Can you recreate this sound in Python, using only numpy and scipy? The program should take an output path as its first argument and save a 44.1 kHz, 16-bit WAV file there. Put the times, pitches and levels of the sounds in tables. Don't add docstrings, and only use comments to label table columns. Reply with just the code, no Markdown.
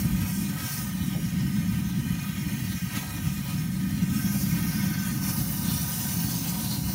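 import sys
import numpy as np
from scipy import signal
from scipy.fft import rfft, irfft
from scipy.io import wavfile
from scipy.ndimage import uniform_filter1d, map_coordinates

SR = 44100
rng = np.random.default_rng(int(sys.argv[2]) if len(sys.argv) > 2 else 0)


def master(y):
    cut = np.clip(np.atleast_2d(y).T, -1, 1)
    pcm = np.round(cut * 32767)
    wavfile.write(sys.argv[1], SR, pcm.astype(np.int16))


N = 306054
TIME = np.arange(N) / SR
FREQS = np.maximum(np.fft.rfftfreq(N, 1 / SR), 1)

# t/s, bearing (0 behind the drum, 1.2 beside the air inlet, 2.5 facing it, 3 past it)
MIC_BEARING = [(0, 0.82), (.8, 0.51), (1.2, 0.027), (4.06, 0.04), (4.28, 1.23), (5.19, 1.27), (5.28, 2.1),
               (5.7, 2.64), (6.2, 2.55), (6.45, 2.91), (6.94, 2.77)]
SIDE_BEARINGS = [0, 0.6, 1.2, 2.5, 3]
# t/s, level/dB
HISS_ENVELOPE = [(0.0, -34), (0.08, -41.5), (0.2, -41.5), (0.3, -36.5), (0.56, -41), (0.72, -33.5),
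                 (0.82, -37.5), (0.91, -42.5), (1.1, -42.5), (1.3, -45), (1.85, -44.5), (2.75, -41.5),
                 (3.5, -42), (3.65, -45), (4.06, -44.5), (4.17, -38.5), (4.42, -35.5), (4.95, -39),
                 (5.21, -37.5), (5.25, -35), (5.6, -34.5), (5.9, -33), (6.35, -34.5), (6.94, -37)]
# t/s, level/dB
TUBE_ENVELOPE = [(0.0, -43.5), (0.7, -43), (0.95, -44), (1.65, -43.5), (1.9, -46), (2.25, -42),
                 (3.45, -43.5), (3.72, -46), (4.1, -43.5), (4.24, -42.5), (4.42, -47.5), (4.56, -40.5),
                 (4.88, -43), (5.1, -44), (5.48, -50), (5.85, -48.5), (6.94, -53.5)]
# t/s, strength (0-1), half length/s
DRAUGHT_SWELLS = [(.29, 0.9, 0.037), (.655, 0.72, 0.19), (2.25, 0.33, 0.1), (3.05, 1, 0.15),
                  (3.45, 0.8, 0.05)]


def from_db(db):
    return 10 ** (np.asarray(db) / 20)


def rms_one(x):
    return x / np.sqrt(np.mean(x ** 2) + 1e-20)


def in_time(rows):
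    return np.interp(TIME, *np.transpose(rows))


def swells(rows):
    return sum(height * np.exp(-((TIME - t_s) / half_s) ** 2) for t_s, height, half_s in rows)


def noise(gain):
    return rms_one(irfft(rfft(rng.standard_normal(N)) * gain, N))


def colour(points):
    hz, db = np.transpose(points)
    return from_db(np.interp(np.log(FREQS), np.log(hz), db))


def resonances(modes):
    peaks = (from_db(db) / (1 + ((FREQS - hz) / (0.72 * width_hz)) ** 2) for hz, width_hz, db in modes)
    return np.sqrt(sum(peak ** 2 for peak in peaks))


def flutter(rate_hz, depth_db):
    return from_db(depth_db * noise(1 / (1 + (FREQS / rate_hz) ** 2)))


def steadied(x, window_s):
    size = int(window_s * SR)
    power = uniform_filter1d(uniform_filter1d(x ** 2, size), size)
    return x / np.sqrt(power + 1e-12)


def flame(deep_hz=165, roar_hz=220, trim_db=-0.77, usual_db=-28, draught_db=-6, brief_half_s=0.014):
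    envelope = [(0.0, -28), (0.22, -24.5), (0.55, -27), (0.9, -29.5), (1.2, -27), (1.45, -24), (2.1, -28),
                (2.85, -29), (3.3, -28), (3.55, -28), (4.1, -25), (4.95, -26), (5.55, -29.5), (5.72, -27),
                (5.92, -32.5), (6.22, -27.5), (6.45, -29), (6.94, -29)]
    roar_balance = [(0.05, 0), (0.25, -2.5), (0.4, 3.5), (0.88, 3), (1.1, 0.5), (1.65, -6.5), (2.1, -0.5),
                    (2.5, 5.5), (2.78, -1), (3.05, 10), (3.3, -1), (3.9, 2), (4.3, -3), (5.05, 2.5),
                    (5.6, 4), (5.9, 0.5), (6.25, 3), (6.94, 3)]
    spectrum = [(22, -40), (30, -31), (40, -27), (60, -10.5), (90, -7), (120, -2.5), (158, -0.7),
                (194, 1.5), (226, -7.5), (258, -12.5), (288, -13), (325, -22), (410, -37.5), (700, -50.5)]
    # t/s, level/dB
    swells_and_dips = [(0.055, 8.5), (0.13, 4), (.237, 6.5), (.499, 7), (.693, -16), (1.027, 7),
                       (1.302, -10), (1.89, -6), (1.987, 6), (2.115, 5), (2.761, 1), (2.796, -18),
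                       (2.835, 3), (2.905, -8), (2.974, 6.5), (3.273, 5), (3.541, 3.5), (4.033, 6),
                       (4.06, -6), (4.172, 1), (4.217, -7), (4.53, 6), (4.728, -8), (4.841, 3),
                       (4.909, 3.5), (4.939, -6), (5.045, -8), (5.116, 3.5), (5.363, -2), (5.394, 6.5),
                       (5.682, 3.5), (5.75, 2), (6.173, 5), (6.251, 2.5)]
    rumble_db = in_time(envelope) + draught_db * swells(DRAUGHT_SWELLS)
    rumble = noise(colour(spectrum))
    deep = irfft(rfft(rumble) / (1 + (FREQS / deep_hz) ** 10), N)
    roar = irfft(rfft(rumble) / (1 + (roar_hz / FREQS) ** 10), N)
    deep_gain = from_db(0.99 * (usual_db - rumble_db))
    roar_gain = from_db(in_time(roar_balance))
    burning = rumble + (deep_gain - 1) * deep + (roar_gain - 1) * roar
    brief_db = swells([(t_s, db, brief_half_s) for t_s, db in swells_and_dips])
    gain = from_db(rumble_db + trim_db + brief_db) * flutter(rate_hz=22, depth_db=0.78)
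    return gain * steadied(burning, window_s=0.079)


def thinned(x):
    pitch_rise = [(0, -0.5), (0.17, 0.27), (0.25, 3), (0.36, 0.25), (0.5, -0.2), (0.62, 3), (0.75, 0.5),
                  (0.87, -1), (1.3, 0.17), (1.63, -0.86), (2.0, 0.4), (2.62, 0), (2.73, 1.13), (2.93, 0.5),
                  (3.0, 3.5), (3.1, 0.87), (3.25, -1.04), (3.42, 0.7), (3.85, -0.4), (4.15, 0.53),
                  (5.0, -1), (5.15, -1.1), (6.1, -1), (6.25, 0.7), (6.42, -0.2), (6.94, -1.2)]
    position = np.cumsum(1 + in_time(pitch_rise) / 100)
    return map_coordinates(x, [position], order=5, mode="wrap")


def standing_waves(spacing_hz=299.8, ripple_db=5.5, centre_hz=4950, reach_hz=540):
    reach = 1 / (1 + ((FREQS - centre_hz) / reach_hz) ** 2)
    return from_db(ripple_db * reach * np.cos(2 * np.pi * FREQS / spacing_hz))


def tube_ring(trim_db=-11):
    modes = [(1251.4, 46.4, -0.5, 3.5, 2, 6.5, 5), (1556, 54, -0.5, 0.5, 4, 8, 8.5),
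             (1854, 69, -0.3, -1, 0, 6, 3), (1986, 38, -3.5, -3.5, -7, -4, 1),
             (2171, 54, -3.5, -1, 1, 2.5, 2), (2446, 29, 2, 2.5, 1.5, 3.5, 3),
             (2757, 32, -4.5, -5, -4, 0, 7.5), (3025, 42, -3.5, -1.5, -8, 3.5, 8),
             (3290, 29, -3, -3, -2, -20, -8)]
    bearing = in_time(MIC_BEARING)
    mean_width_hz = np.mean([mode[1] for mode in modes])
    ring = 0
    for hz, width_hz, *side_db in modes:
        gain = from_db(np.interp(bearing, SIDE_BEARINGS, side_db)) * np.sqrt(width_hz / mean_width_hz)
        ring += gain * steadied(noise(resonances([(hz, width_hz, 0)])), window_s=0.27)
    return from_db(in_time(TUBE_ENVELOPE) + trim_db) * thinned(ring) * flutter(rate_hz=53, depth_db=0.5)


def jet_hiss(trim_db=2):
    # f/Hz, level/dB
    screened = [(1000, -30), (3000, -6), (4000, -1), (4700, -5), (5500, 0.5), (6400, 2), (7000, -1),
                (7900, -5), (8700, -3.5), (9100, 1), (10000, -2.5), (10900, 1.3), (12000, -0.5),
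                (13400, -1), (14500, 1), (15300, 3.5), (15700, 1.5)]
    grazing = [(1000, -20), (3000, -8), (4100, -8), (4800, -6), (5400, 1), (6500, 1), (7650, -4), (8200, 0),
               (8700, -1), (9150, 2), (10150, -5), (10900, 2), (12200, -1), (13300, 0), (14200, 4),
               (15700, 2)]
    beside = [(1000, -9), (3900, -7), (4500, -3), (5050, -3.5), (5550, 3), (6500, 2), (7700, -7),
              (8600, -8), (8950, -0.5), (10250, -3), (10750, 1.3), (11200, 1), (12300, 3.5), (13400, -1),
              (14700, 0.5), (15400, 4), (15700, 1.5)]
    facing = [(1000, -13), (2500, -10), (2980, -5), (3130, -17), (3280, -7), (3700, -3.5), (5000, -4.5),
              (5950, 3), (7100, -4), (8600, -5), (9050, 5), (9450, -0.5), (10200, -5.5), (10850, 5),
              (11400, 3.5), (12900, -3.5), (14300, 5.5), (15150, 8.5), (15700, 0)]
    past = [(1000, -13), (2550, -12), (2750, -4), (3020, -2.5), (3130, -17), (3260, -3.5), (3700, -2),
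            (4300, 0), (5000, -2), (5950, 3), (7300, -3.5), (8600, -3.5), (9100, 0), (10250, -4),
            (10900, -0.5), (11700, -2), (13800, 2), (15100, 7.5), (15700, -2)]
    bearing = in_time(MIC_BEARING)
    hiss, ripple = 0, standing_waves()
    for spectrum, selector in zip((screened, grazing, beside, facing, past), np.eye(5)):
        power_share = np.interp(bearing, SIDE_BEARINGS, selector)
        hiss += np.sqrt(power_share) * noise(colour(spectrum) * ripple)
    return from_db(in_time(HISS_ENVELOPE) + trim_db) * thinned(hiss)


def ground_echo(x, echo_db=-13, delay_s=0.0052, s_per_bearing=0.000196):
    lag_s = delay_s + s_per_bearing * in_time(MIC_BEARING)
    echo = map_coordinates(x, [(TIME - lag_s) * SR], order=3, mode="wrap")
    return (x + from_db(echo_db) * echo) / np.sqrt(1 + from_db(echo_db) ** 2)


def tube_rush(mouth_trim_db=-7.5, inlet_trim_db=-17, db_per_bearing=0.1):
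    mouth_spectrum = [(800, -64), (1300, 4.5), (1900, 12.5), (2500, 13.5), (3300, 9), (4100, 11),
                      (4800, -2), (7000, -34)]
    inlet_modes = [(4390, 22, 10), (4700, 19, 2.5), (4830, 33, -3), (5390, 67, 8), (6500, 83, 2)]
    mouth_db = in_time(TUBE_ENVELOPE) + mouth_trim_db + db_per_bearing * in_time(MIC_BEARING)
    inlet_db = in_time(HISS_ENVELOPE) + inlet_trim_db
    mouth = thinned(noise(colour(mouth_spectrum) * standing_waves()))
    inlet = thinned(noise(resonances(inlet_modes)))
    return from_db(mouth_db) * mouth + from_db(inlet_db) * inlet


def drum(base_db=-56, db_per_bearing=2.5, draught_db=5):
    modes = [(556, 30, -0.5), (731.5, 59, -1), (861, 26, -0.5), (961, 45, 3.5)]
    rush_spectrum = [(250, 5), (400, 2.5), (620, -3), (900, 0), (1100, 2), (1500, -1), (3000, -31)]
    level_db = base_db + db_per_bearing * in_time(MIC_BEARING) + draught_db * swells(DRAUGHT_SWELLS)
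    ring = noise(resonances(modes))
    rush = noise(colour(rush_spectrum))
    return from_db(level_db) * (ring + rush) * flutter(rate_hz=33, depth_db=0.27)


def wandering(x, depth_db, width_hz, span_s, smooth_above_hz=10500):
    hz, t_s, cells = signal.stft(x, SR, nperseg=1024)
    patches = rng.standard_normal(cells.shape)
    for _ in range(2):
        patches = uniform_filter1d(patches, max(int(width_hz / hz[1]), 1), axis=0, mode="wrap")
        patches = uniform_filter1d(patches, max(int(span_s / t_s[1]), 1), axis=1, mode="wrap")
    reach = 1 / (1 + (hz[:, None] / smooth_above_hz) ** 4)
    return signal.istft(cells * from_db(depth_db * reach * rms_one(patches)), SR)[1][:N]


def sizzling(x, spurt_db, low_share=0.79, top_share=0.72):
    centres_hz = [3000, 6000, 9000, 11500, 15000]
    spectrum, sizzle = rfft(x), 0
    shares = np.linspace(low_share, top_share, len(centres_hz))
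    for share, selector in zip(shares, np.eye(len(centres_hz))):
        band = irfft(spectrum * np.interp(FREQS, centres_hz, selector), N)
        sizzle += band * from_db(share * spurt_db) * flutter(rate_hz=24, depth_db=1.32)
    return sizzle


def gust_thuds(centre_hz=64, width_hz=30, lowpass_hz=120):
    gusts = [(0.13, -31, 0.033), (4.766, -41, .03), (6.85, -33, 0.031)]  # t/s, peak level/dB, half length/s
    envelope = swells([(t_s, from_db(db), half_s) for t_s, db, half_s in gusts])
    thud = noise(resonances([(centre_hz, width_hz, 0)]) / (1 + (FREQS / lowpass_hz) ** 4))
    return envelope * steadied(thud, window_s=0.091)


def inlet_whistles(width_hz=800):
    whistles = [(0.605, 4320, -50.5, 0.045), (2.715, 3920, -45.5, 0.027), (2.977, 2520, -47, 0.015),
                (2.98, 3770, -49, 0.013), (5.7, 3800, -48, 0.064), (6.344, 4775, -44, 0.054),
                (6.714, 4280, -41, 0.088)]
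    out = 0
    for t_s, hz, db, half_s in whistles:
        band = noise(resonances([(hz, width_hz, 0)]) * standing_waves())
        out += swells([(t_s, from_db(db), half_s)]) * band
    return out


def swishes(half_width_hz=200):
    sweeps = [(1.128, 0.088, 900, 300, -43), (3.02, 0.04, 1000, 550, -51)]  # t/s, length/s, start f/Hz, end f/Hz, peak level/dB
    out, band = 0, noise(1 / (1 + (FREQS / half_width_hz) ** 4))
    for t_s, length_s, start_hz, end_hz, db in sweeps:
        progress = np.clip((TIME - t_s) / length_s, 0, 1)
        phase = 2 * np.pi * np.cumsum(start_hz * (end_hz / start_hz) ** progress) / SR
        out += from_db(db) * np.sin(np.pi * progress) * band * np.sqrt(2) * np.cos(phase)
    return out


def scene():
    spurts = [(.217, 4, 0.017), (.615, 2, 0.05), (2.882, -1, 0.0077), (2.975, 7, 0.03), (3.5, 2, 0.025),
              (5.076, 3.5, 0.025), (5.195, -2, 0.031), (5.296, 3.5, 0.025), (5.45, -3.5, 0.036),
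              (5.533, 1, 0.02), (5.6, -2, 0.023), (6.41, -4, 0.026), (6.49, 1.5, 0.02),
              (6.828, -2.5, 0.034)]
    spurt_db = swells(spurts)
    ring = wandering(tube_ring(), depth_db=1.72, width_hz=210, span_s=0.22)
    hiss = wandering(ground_echo(jet_hiss()) + tube_rush(), depth_db=2.5, width_hz=240, span_s=0.1)
    gas = ring * from_db(spurt_db) + sizzling(hiss + inlet_whistles() + drum(), spurt_db)
    mix = flame() + gust_thuds() + gas * flutter(rate_hz=11, depth_db=0.59) + swishes()
    return np.tile(mix, (2, 1))


def record(dry, low_cut_hz=37, high_cut_hz=15700):
    heard = signal.sosfilt(signal.butter(6, low_cut_hz, "high", fs=SR, output="sos"), dry)
    return signal.sosfilt(signal.ellip(12, 0.1, 90, high_cut_hz, fs=SR, output="sos"), heard)


dry = scene()
out = record(dry)
master(out)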